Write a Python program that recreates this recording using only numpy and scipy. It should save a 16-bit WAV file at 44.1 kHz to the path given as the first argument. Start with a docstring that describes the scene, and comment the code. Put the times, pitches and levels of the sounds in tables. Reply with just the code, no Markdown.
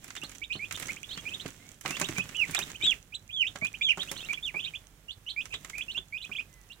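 """A brood of young chicks twitters while feeding in a plastic brooder box, heard from just above it.
Whistled glides make the short, mostly upturned peeps, the louder falling cheeps and two faint whines.
Gritty noise bursts tick as beaks on the feeders; struck modes boom and knock as feet bump the box;
shaped noise scratches in the litter. Box and room echo the calls, ticks and bumps.
Below lie the hum and hiss of a small room."""
import sys
import numpy as np
from scipy import signal
from scipy.fft import rfft, irfft
from scipy.io import wavfile
from scipy.ndimage import uniform_filter1d

SR = 44100
rng = np.random.default_rng(int(sys.argv[2]) if len(sys.argv) > 2 else 0)


def store_pcm(level_fs):
    """Save levels as 16-bit WAV."""
    pcm = np.round(np.clip(level_fs, -1, 1) * 32767).astype(np.int16)
    wavfile.write(sys.argv[1], SR, np.atleast_2d(pcm).T)


N = 299880
TIME = np.arange(N) / SR


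def undb(db):
    """Decibels to amplitude gain."""
    return 10 ** (np.asarray(db) / 20)


def unit(x):
    """Scale to rms 1."""
    return x / np.sqrt(np.mean(x ** 2))


def sides(pan_db):
    """Left and right gains, pan_db apart (left minus right), that keep the mean power."""
    gains = undb(np.array([[.5], [-.5]]) * pan_db)
    return gains / np.sqrt(np.mean(gains ** 2, axis=0))


def add(out, start_s, x):
    """Mix x into out from a start time."""
    i = max(int(start_s * SR), 0)
    out[:, i:i + x.shape[-1]] += x[..., :N - i]


def along(points, hz):
    """Read (Hz, dB) points on a log-frequency axis."""
    f, db = np.transpose(points)
    return np.interp(np.log(hz + 1), np.log(f), db)


def colour(x, points):
    """Causal minimum-phase filter with the given spectrum and unit power gain for white noise."""
    size = 4096
    bin_hz = np.arange(size // 2 + 1) * SR / size
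    cepstrum = irfft(np.log(undb(along(points, bin_hz))))
    # folding the cepstrum onto positive time makes the filter causal
    cepstrum[1:size // 2] *= 2
    cepstrum[size // 2 + 1:] = 0
    h = irfft(np.exp(rfft(cepstrum)))
    return signal.fftconvolve(x, h[None] / np.linalg.norm(h))[:, :N]


def walk(rate):
    """Smooth random wander with rate knots per second, spread near 1.8."""
    knots = rng.standard_normal(8192)
    return 2.23 * np.interp(TIME * rate, np.arange(len(knots)), knots)


# Lean of the diffuse sound towards the right.
# Each row: frequency in Hz, left minus right in dB.
DIFFUSE_LEAN = [(100, -6.5), (1200, -5.5), (3000, -6.5), (5000, -1), (7500, -23), (10000, -7.5),
                (15000, -9)]


def spread(x, alike_hz=1900):
    """Two unrelated channels become alike in the bass and lean to the right."""
    hz = np.arange(N // 2 + 1) * SR / N
    mid, side = rfft(x)
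    side = side * np.clip(hz / alike_hz, .08, 1)
    return irfft(np.array([mid + side, mid - side]) * sides(along(DIFFUSE_LEAN, hz)), N)


# Spectrum of the room's air. Each row: frequency in Hz, relative density in dB per Hz.
AIR_SPECTRUM = [(20, -11), (32, -15), (46, 5), (70, -9.5), (150, -21.5), (300, -21), (700, -23),
                (1500, -23), (3000, -27), (4500, -31), (7300, -32), (10000, -29.5), (15500, -32.5)]
# Mains hum. Each row: frequency in Hz, central rms level in dB.
MAINS_HUM = [(49, -68), (99, -67.5), (148, -72.5)]


def room_tone(air_db=-63, hum_pan_db=-5):
    """Noise gives soft rumble and hiss; sines wavering in level and phase give the mains hum."""
    air = spread(colour(rng.standard_normal((2, N)), AIR_SPECTRUM))
    air = air * undb(air_db + 1.2 * walk(1.8))
    hum = np.zeros(N)
    for hz, db in MAINS_HUM:
        level = undb(db + 3.3 * walk(50)) * np.sqrt(2)
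        hum += level * np.sin(2 * np.pi * hz * TIME + 0.21 * walk(20))
    return air + hum * sides(hum_pan_db)


# Bouts of scratching in the litter.
# Each row: start in seconds, length in seconds, relative vigour in dB.
SCRATCH_BOUTS = [(0.009, 0.36, -60.5), (0.507, 1.23, -63), (0.723, 0.2, -54), (1.063, 0.44, -60),
                 (1.842, 0.33, -51), (2.23, 0.27, -56), (2.46, 0.25, -53), (2.799, 0.14, -55),
                 (3.44, 1.353, -64.5), (3.973, 0.33, -57), (5.39, 0.57, -64.5), (6.227, .18, -65)]
BOUT_ATTACK_S, BOUT_RELEASE_S = 0.037, 0.057
# stirring between the bouts; the faint stirring at which hiss, rustle and shuffle share one vigour
IDLE_DB, PIVOT_DB = -72, -66.5


def bustle():
    """Vigour of the scratching in dB: each bout sets in, holds and dies away."""
    power = undb(IDLE_DB) ** 2
    for start_s, length_s, db in SCRATCH_BOUTS:
        attack = np.clip((TIME - start_s) / BOUT_ATTACK_S + .5, 0, 1)
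        release = np.exp(-np.maximum(TIME - start_s - length_s, 0) / BOUT_RELEASE_S)
        power = power + (undb(db) * attack * release) ** 2
    return 10 * np.log10(power)


def grains(rate, smooth):
    """Many tiny contacts of uneven size, rate per second, over a smoother rub of down."""
    hit = rng.random(N) < rate / SR
    size = undb(4 * np.minimum(rng.exponential(size=N), 4)) * hit
    return unit(rng.standard_normal((2, N)) * (unit(size) + smooth))


def burst(rise_s, fall_s, tail_db, tail_s):
    """A gritty contact followed by a weaker rattle, at both microphones."""
    t = np.arange(SR // 6) / SR
    grit = undb(2 * np.interp(t * 900, np.arange(512), rng.standard_normal(512)))
    decay = np.exp(-t / fall_s) + undb(tail_db) * np.exp(-t / tail_s)
    noise = rng.uniform(-np.sqrt(3), np.sqrt(3), (2, len(t)))
    return noise * grit * (1 - np.exp(-t / rise_s)) * decay


# Colours of the bright hiss, the middle rustle and the low shuffle of the litter.
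# Each row: frequency in Hz, relative density in dB per Hz.
HISS_COLOUR = [(2000, -3.5), (3200, 9.5), (4600, 1.5), (6000, 8.5), (7500, 9), (9500, 1.5), (11000, 0.5),
               (13000, -2), (16000, 1.5)]
RUSTLE_COLOUR = [(250, 9.5), (500, 1.5), (800, -2.5), (1200, 2), (1800, 4.5), (2600, 3), (3600, -2.5),
                 (5000, -11), (9000, -30.5)]
SHUFFLE_COLOUR = [(60, -20), (110, 0.5), (160, 3.5), (260, -1.5), (400, -6.5), (800, -12.5), (2000, -44)]


def litter(hiss_db=1, rustle_db=0.0, shuffle_db=3, crumb_db=-1, rustle_growth=1.235, shuffle_growth=0.58):
    """Claws and down stir the litter as coloured noise, and crumbs tick; hard scratching favours rustle."""
    vigour = bustle()
    above_pivot = vigour - PIVOT_DB
    middle = PIVOT_DB + rustle_growth * above_pivot
    low = PIVOT_DB + shuffle_growth * above_pivot
    stir = walk(45)
    hiss = grains(rate=2400, smooth=1.7) * undb(vigour + hiss_db + 0.44 * stir)
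    rustle = grains(rate=700, smooth=0.67) * undb(middle + rustle_db + 0.86 * stir)
    shuffle = rng.standard_normal((2, N)) * undb(low + shuffle_db + 1.05 * stir)
    drops = grains(rate=30, smooth=0)
    crumb = burst(rise_s=0.00094, fall_s=0.00067, tail_db=-30, tail_s=0.003)
    crumbs = unit(signal.fftconvolve(drops, crumb, axes=1)[:, :N]) * undb(vigour + crumb_db)
    stirred = colour(hiss, HISS_COLOUR) + colour(rustle, RUSTLE_COLOUR) + colour(shuffle, SHUFFLE_COLOUR)
    return spread(stirred + colour(crumbs, TICK_COLOUR))


def ring(modes, push_s):
    """Modes of the box after one scuffing blow; every place weights and detunes them a little."""
    t = np.arange(SR // 4) / SR
    hz, t60, db = np.transpose(modes)[:, :, None]
    detune, weight = rng.standard_normal((2, len(modes), 1))
    body = undb(db + 2 * weight - 60 * t / t60) * np.sin(2 * np.pi * hz * (1 + 0.041 * detune) * t)
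    push = rng.standard_normal(len(t)) * np.exp(-t / push_s)
    x = signal.fftconvolve(body.sum(0), push)[:len(t)]
    # the panels radiate little below their lowest mode
    x = signal.sosfilt(signal.butter(3, hz.min(), "high", fs=SR, output="sos"), x)
    return x / np.std(x[:SR // 40])


# Resonances of the box, booming and knocking.
# Each row: nominal frequency in Hz, decay time t60 in seconds, relative level in dB.
BOOM_MODES = [(105.4, 0.45, -14), (158.2, 0.13, -1), (194.4, 0.13, 4), (263, 0.08, 0.5), (319, 0.12, -11)]
KNOCK_MODES = [(410, 0.078, 8), (454, 0.018, -54), (585, 0.048, 7.5), (694, 0.057, -5), (836.5, 0.024, 9.5),
               (1155, 0.012, 16), (1513, 0.027, 5.5)]
# Feet and bodies bumping the box.
# Each row: start in seconds, relative boom level in dB, relative knock level in dB.
BOX_BUMPS = [(0.232, -45.5, -49.5), (0.553, -41.5, -52.5), (1.173, -44, -70), (1.456, -36.5, -67),
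             (1.851, -42, -40.5), (1.904, -38, -46.5), (2.011, -34, -36), (2.093, -34.5, -54),
             (2.182, -32.5, -46.5), (2.489, -39.5, -66), (2.581, -54, -39.5), (2.835, -42, -75),
             (3.555, -51.5, -45.5), (3.621, -38.5, -49), (3.974, -42.5, -41.5), (4.113, -45, -45.5),
             (4.542, -48.5, -47), (5.535, -67, -54), (5.973, -56, -52), (6.293, -49, -53.5)]


def bumps(boom_db=-3, knock_db=0, pan_db=-5.5):
    """Feet and bodies strike the box, whose low modes boom and middle modes knock."""
    out = np.zeros((2, N))
    for start_s, low_db, mid_db in BOX_BUMPS:
        boom = undb(low_db + boom_db) * ring(BOOM_MODES, push_s=0.0033)
        knock = undb(mid_db + knock_db) * ring(KNOCK_MODES, push_s=0.014)
        add(out, start_s, (boom + knock) * sides(pan_db))
    return out


# Colours of the beak's tick, the dish's tap and the grain's snap.
# Each row: frequency in Hz, relative density in dB per Hz.
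TICK_COLOUR = [(1500, -22), (2800, -2.5), (4500, -11.5), (6000, -0.5), (7500, 1), (9500, -13.5),
               (13000, -21.5)]
TAP_COLOUR = [(200, -23), (600, -7), (950, -7), (1190, 0), (1400, -0.5), (2200, 1), (3400, -7),
              (5000, -9.5), (9000, -37)]
SNAP_COLOUR = [(6000, -22), (8500, -1.5), (11000, -1.5), (13000, -8), (15500, -10.5)]
# Beaks and claws on the feeders.
# Each row: start in seconds, relative strength in dB, brittleness of the grain from 0 to 1.
FEEDER_PECKS = [(.0428, -37.5, 0.83), (0.0794, -40, 0.77), (0.1038, -37, 0.33), (.152, -37, 0.6),
                (.164, -35, .25), (0.2352, -36.5, 0.84), (.294, -40, 0.77), (0.3159, -40, 0.72),
                (0.349, -41, 0.75), (0.7095, -31.5, 0.3), (0.7237, -31, 0.84), (.773, -35.5, .6),
                (.798, -31, 0.9), (0.8247, -30, 0.58), (.8834, -34, 0.55), (1.175, -37.5, 0),
                (1.4597, -34, 0.35), (1.4792, -40, 0.93), (1.8103, -39, 1), (1.8585, -30, 0),
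                (1.8776, -31, 0.7), (1.9066, -26, 0.64), (1.9675, -33.5, 0), (1.998, -26.5, 0.92),
                (2.014, -21.5, 0.52), (2.087, -28.5, 0.6), (2.1818, -26.5, 0.7), (2.2906, -37, 0.65),
                (2.51, -34.5, 1), (2.5475, -20, 0.54), (2.5898, -22.5, 0.78), (2.7, -39.5, 0.4),
                (2.865, -34.5, 0.4), (3.5579, -36, 0.18), (3.648, -32.5, 0.6), (3.979, -40, 0.15),
                (4.0316, -35.5, 0.7), (4.1146, -26.5, 0.87), (4.249, -48, 0.76), (4.3326, -40, 0),
                (5.455, -37, 0.63), (5.5396, -38, 0), (5.6463, -35, 0.62), (5.697, -35, 0.62),
                (5.781, -35.5, 0.91)]
# a brittle grain snaps more and passes less of the blow to the dish
BRITTLE_SNAP_DB, BRITTLE_TAP_DB = 29.5, -12


def pecks(tick_db=5, tap_db=-2, snap_db=-19, tick_pan_db=-19):
    """A bright tick of beak on grain, the snap of the grain and a duller tap of the dish below."""
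    ticks, taps, snaps = np.zeros((3, 2, N))
    for start_s, db, brittle in FEEDER_PECKS:
        tick = burst(rise_s=0.0011, fall_s=.0016, tail_db=-19.0, tail_s=0.012)
        tap = burst(rise_s=0.00062, fall_s=0.0064, tail_db=-7, tail_s=0.01)
        snap = burst(rise_s=0.00087, fall_s=0.00067, tail_db=-17, tail_s=0.009)
        add(ticks, start_s, tick * undb(db + tick_db))
        add(taps, start_s, tap * undb(db + tap_db + BRITTLE_TAP_DB * brittle))
        add(snaps, start_s, snap * undb(db + snap_db + BRITTLE_SNAP_DB * brittle))
    bright = colour(ticks, TICK_COLOUR) + colour(snaps, SNAP_COLOUR)
    return bright * sides(tick_pan_db) + spread(colour(taps, TAP_COLOUR))


def walls(x, wall_db, first_s=0.001046, last_s=0.01, count=6):
    """Each spot in the box has its own few wall reflections to each microphone."""
    x = np.pad(x, ((0, 0), (0, 2048)))  # room for the last echoes
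    out, index = x.copy(), np.arange(x.shape[1])
    for channel in range(2):
        for lag_s in rng.uniform(first_s, last_s, count):
            out[channel] += undb(wall_db) * np.interp(index - lag_s * SR, index, x[channel], left=0)
    return out


def syrinx(hz, db, pan_db, overtone_db, wall_db, burr=0, burr_hz=450, jitter=0.0076, flutter_db=2.3,
           edge_s=0.0023):
    """One nearly pure whistle with weak overtones and a slight tremble; a burr chops it into fast beats."""
    t = np.arange(len(hz)) / SR
    tremble, flutter, drift = (np.interp(t * 450, np.arange(512), rng.standard_normal(512)) for _ in range(3))
    phase = 2 * np.pi * np.cumsum(hz * (1 + jitter * tremble)) / SR
    # the path to the two microphones differs with the place of the bird
    phase = phase + np.array([[0], [1]]) * rng.uniform(-2.9, 0.85)
    tone = np.sin(phase)
    for k, over_db in enumerate(overtone_db, 2):
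        # overtones share the treble colour of the box and flare as they slide through its peak
        level = undb(over_db + along(HISS_COLOUR, k * hz))
        tone += level * np.sin(k * phase) * (k * hz < SR / 2)
    # the second side of the syrinx beats with the first: strands below the pitch, a weak one above
    beat = 2 * np.pi * np.cumsum(burr_hz * (1 + 0.25 * drift)) / SR
    strands = .8 * np.sin(phase - beat) + .3 * np.sin(phase - 2 * beat) + .2 * np.sin(phase + beat)
    tone = (tone + burr * strands) / np.sqrt(1 + burr ** 2 / 2)
    gate = np.sin(np.pi / 2 * np.clip(np.minimum(t, t[-1] - t) / edge_s, 0, 1)) ** 2
    return walls(tone * gate * undb(db + flutter_db * flutter) * sides(pan_db), wall_db)


# Faint thin whines.
# Each row: start in seconds, length in seconds, first pitch in Hz, last pitch in Hz, relative level in dB.
THIN_WHINES = [(1.589, .13, 2030, 2310, -62.5), (6.472, 0.226, 2090, 1904, -70.5)]


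def whines(gain_db=3, fade_db=9, pan_db=-8):
    """Faint slow whistled glides that swell and fade."""
    out = np.zeros((2, N))
    for start_s, length_s, first_hz, last_hz, db in THIN_WHINES:
        u = np.linspace(0, 1, int(length_s * SR))
        hz = first_hz + (last_hz - first_hz) * u
        level_db = db + gain_db - fade_db * (2 * u - 1) ** 2
        add(out, start_s, syrinx(hz, level_db, pan_db, overtone_db=[], wall_db=-11))
    return out


# Standing waves in the box colour a whistle and can move it between the microphones.
# Each row: frequency in Hz, full gain in dB, left minus right in dB.
BOX_WAVES = [(2000, 0, -7), (2450, 1.5, -16), (2830, 3, -19), (3080, -4, -8), (3250, -1, -13),
             (3480, 3, -7), (3660, -2.5, 1), (3820, 0, 12)]


def standing_waves(hz):
    """Gain and lean in dB that the box gives a moving pitch, smoothed over about 6 ms."""
    at_hz, *columns = np.transpose(sorted(BOX_WAVES))
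    return [uniform_filter1d(np.interp(hz, at_hz, db), size=250, mode="nearest") for db in columns]


# Falling cheeps. Each row: start in seconds, length in seconds, top pitch in Hz, shoulder pitch in Hz,
# relative level at the top in dB, relative level at the shoulder in dB.
FALLING_CHEEPS = [(2.355, 0.095, 3034, 2620, -33.5, -24.5), (2.824, 0.11, 3870, 3244, -25, -24),
                  (3.323, 0.12, 3550, 2950, -38.5, -21.5), (3.815, .117, 3650, 2886, -29, -22.5),
                  (4.425, 0.081, 3650, 2930, -34.5, -33)]
ARCH_S, ARCH_DEPTH = 0.023, 0.1215  # a cheep climbs to its top from this share below
DROP_S, END_HZ = .029, 1947  # after the shoulder the pitch drops away


def cheeps(gain_db=3, onset_db=9, fade_db=17, swell_power=1.3, fade_power=2.8):
    """Longer calls arch over, sag to a shoulder with a level glide, then drop away."""
    out = np.zeros((2, N))
    for start_s, length_s, top_hz, shoulder_hz, top_db, shoulder_db in FALLING_CHEEPS:
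        t = np.arange(int((length_s + 0.005) * SR)) / SR
        shoulder_s = length_s - DROP_S
        climb = np.interp(t, [0, ARCH_S], [0, 1])
        sag = np.interp(t, [ARCH_S, shoulder_s], [0, 1])
        drop = np.interp(t, [shoulder_s, length_s], [0, 1])
        hz = top_hz * (1 - ARCH_DEPTH * (1 - climb) ** 2)
        hz = hz + (shoulder_hz - top_hz) * sag + (END_HZ - shoulder_hz) * drop ** 1.36
        hz = uniform_filter1d(hz, size=300, mode="nearest")
        db = top_db - onset_db * (1 - climb) ** 2
        db = db + (shoulder_db - top_db) * sag ** swell_power - fade_db * drop ** fade_power
        # the octave grows when the pitch is pressed high
        octave_db = -36 + 16 * np.clip((hz - 3560) / 250, 0, 1)
        wave_db, lean_db = standing_waves(hz)
        call = syrinx(hz, db + gain_db + wave_db, lean_db, overtone_db=[octave_db, -45, -50],
                      wall_db=-41, jitter=0.0012, flutter_db=2.4)
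        add(out, start_s, call)
    return out


# Short peeps. Each row: start in seconds, time to the top in seconds, knee pitch in Hz, top pitch in Hz,
# relative level at the knee in dB, relative level at the top in dB.
SHORT_PEEPS = [(0.159, .02, 2900, 3670, -46, -42), (.216, 0.039, 2865, 4360, -39, -45),
               (.416, .032, 2370, 3770, -35.5, -40), (0.503, 0.039, 2517, 4320, -31.5, -46),
               (.498, 0.059, 2794, 3100, -38.5, -43), (.552, .024, 3400, 4380, -48, -47),
               (0.592, 0.068, 2460, 3500, -35.5, -53), (0.739, 0.017, 3080, 3640, -45, -38),
               (.888, 0.023, 2210, 2530, -32, -37), (0.966, 0.017, 2290, 3250, -38, -54),
               (1.03, 0.016, 2360, 3440, -40.5, -43), (1.089, 0.029, 3690, 4220, -43.5, -50),
               (1.107, 0.036, 3280, 4380, -37, -43.5), (1.161, .035, 3120, 3330, -43, -45),
               (1.252, 0.044, 2500, 3200, -35.5, -41.5), (1.307, 0.042, 2660, 3770, -42, -33),
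               (1.397, 0.021, 3140, 4100, -39.5, -44.5), (1.894, 0.073, 2765, 3530, -39, -41),
               (2.019, 0.039, 2650, 3795, -33, -37), (2.164, 0.062, 2587, 3410, -30.5, -49),
               (2.346, .015, 2520, 3350, -36, -42), (2.534, 0.04, 2480, 3756, -34, -29),
               (2.586, .045, 2550, 3820, -37.5, -35), (2.743, 0.021, 2510, 3160, -45, -40),
               (2.81, 0.046, 2504, 3430, -34.5, -31), (2.812, 0.05, 3250, 3340, -40, -29),
               (3.122, 0.034, 2510, 4020, -43, -32), (3.291, 0.025, 2465, 3310, -44.5, -41),
               (3.44, .042, 2677, 3660, -32, -34.5), (3.614, 0.064, 2500, 3540, -28.5, -48.5),
               (3.739, 0.02, 2450, 3220, -34.5, -48), (3.81, 0.028, 2450, 3530, -28, -55),
               (3.886, 0.022, 2454, 3164, -26, -27.5), (3.99, 0.03, 3200, 3834, -34, -32.5),
               (4.074, 0.027, 2640, 3540, -41.5, -41), (4.155, .028, 3000, 4280, -45, -42.5),
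               (4.187, 0.033, 3040, 3730, -42, -43), (4.228, 0.043, 2780, 4070, -41.5, -53),
               (4.287, 0.03, 2417, 2340, -30, -30), (4.324, .023, 2430, 3390, -35, -37),
               (4.373, 0.021, 2410, 3080, -35.5, -65), (4.541, 0.068, 2550, 3565, -33, -37.5),
               (4.621, .035, 3160, 3866, -40, -34), (4.659, 0.028, 2530, 3230, -37.5, -41),
               (4.736, .027, 2473, 3500, -35.5, -34.5), (5.082, .041, 3000, 4030, -39.5, -48.5),
               (5.092, .04, 3414, 4400, -48.5, -56), (5.263, 0.043, 3060, 4185, -37.5, -39),
               (5.297, 0.039, 3280, 4230, -41, -54), (5.362, 0.06, 2534, 3540, -31, -46),
               (5.505, 0.041, 2690, 4030, -45.5, -44), (5.526, 0.03, 2520, 3760, -34, -39),
               (5.731, .03, 2266, 2580, -36.5, -41), (5.769, 0.0337, 2524, 2476, -36, -36),
               (5.807, 0.015, 2350, 3410, -33.5, -34.5), (5.881, 0.048, 2925, 4320, -34, -49),
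               (5.946, .036, 2830, 3543, -37, -30), (6.124, 0.064, 2537, 3580, -34, -48),
               (6.201, 0.031, 2960, 4060, -45, -43), (6.239, 0.028, 2585, 3420, -38.5, -51),
               (6.314, 0.027, 2495, 3400, -33.5, -49), (6.35, .024, 2590, 3540, -34, -36),
               (6.383, 0.03, 2480, 3230, -31, -52), (6.698, 0.038, 2880, 4060, -45, -55)]
CREEP, CREEP_PER_S = 0.0843, 1.184  # a peep starts this share below its knee, and more the longer it is held
FLICK_S, USUAL_TOP_HZ = .016, 3460  # the flick takes longer when it reaches above the usual top
CLEAN_BELOW_HZ, BURR_SPAN_HZ, BURR_MAX = 2600, 700, 0.69  # the voice grows rough as the knee gets higher


def peeps(gain_db=3.0, overshoot=1.65, fade_db=12, onset_db=6, early_db=2, pan_db=-9, wave_share=0.11,
          press_db=17):
    """Each peep creeps up to a knee, then most flick upward and a few level off or dip; all fade at the end."""
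    out = np.zeros((2, N))
    for start_s, to_top_s, knee_hz, top_hz, knee_db, top_db in SHORT_PEEPS:
        rise = min(FLICK_S * (top_hz / USUAL_TOP_HZ) ** 1.504, 0.98 * to_top_s)
        hold = max(to_top_s - rise, .001)
        end = hold + overshoot * rise
        t = np.arange(int(end * SR)) / SR
        creep = np.clip(t / hold, 0, 1) ** 0.644
        flick = np.abs(np.sin(np.pi / 2 * np.clip((t - hold) / rise, 0, 2))) ** 1.513
        hz = knee_hz * (1 - (CREEP + CREEP_PER_S * hold) * (1 - creep)) + (top_hz - knee_hz) * flick
        db = np.interp(t, [0, hold / 2, hold, hold + rise, end],
                       [knee_db - onset_db, knee_db - early_db, knee_db, top_db, top_db - fade_db])
        # a high knee sets off a burr; a clean peep pressed up high grows a strong octave
        burr = np.clip((knee_hz - CLEAN_BELOW_HZ) / BURR_SPAN_HZ, 0, BURR_MAX)
        press = np.clip((top_hz - 3600) / 400, 0, 1) * flick
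        octave_db = -33.5 + press_db * (1 - burr) * press
        wave_db, _ = standing_waves(hz)
        call = syrinx(hz, db + gain_db + wave_share * wave_db, pan_db, overtone_db=[octave_db, -44, -48],
                      wall_db=-19 + 7.5 * burr, burr=burr * np.sqrt(flick), jitter=0.011)
        add(out, start_s, call)
    return out


def reverb(x, box_db=-14, box_t60=0.12, room_db=-25, room_t60=0.22):
    """Decaying noise gives the short ring of the box and the weak tail of the room."""
    t = np.arange(SR // 2) / SR
    wet = 0
    for db, t60 in ((box_db, box_t60), (room_db, room_t60)):
        h = rng.standard_normal((2, len(t))) * undb(-60 * t / t60) * np.clip(t / 0.0033, 0, 1)
        wet = wet + undb(db) * h / np.linalg.norm(h[0])
    # the right channel alone feeds both tails
    return signal.fftconvolve(x[1][None], wet)[:, :N] * sides(pan_db=-7.5)


def scene(cheep_wet_db=-2):
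    """The birds and their bustle in the box; the loud cheeps reach the microphones most directly."""
    calls = cheeps()
    small = peeps() + whines() + pecks() + bumps()
    echoes = reverb(small + undb(cheep_wet_db) * calls)
    return calls + small + echoes + litter() + room_tone()


def record(dry, top_hz=15800):
    """The recorder cuts the top with a steep low-pass."""
    return signal.sosfilt(signal.ellip(10, .2, 75, top_hz, fs=SR, output="sos"), dry)


dry = scene()
out = record(dry)
store_pcm(out)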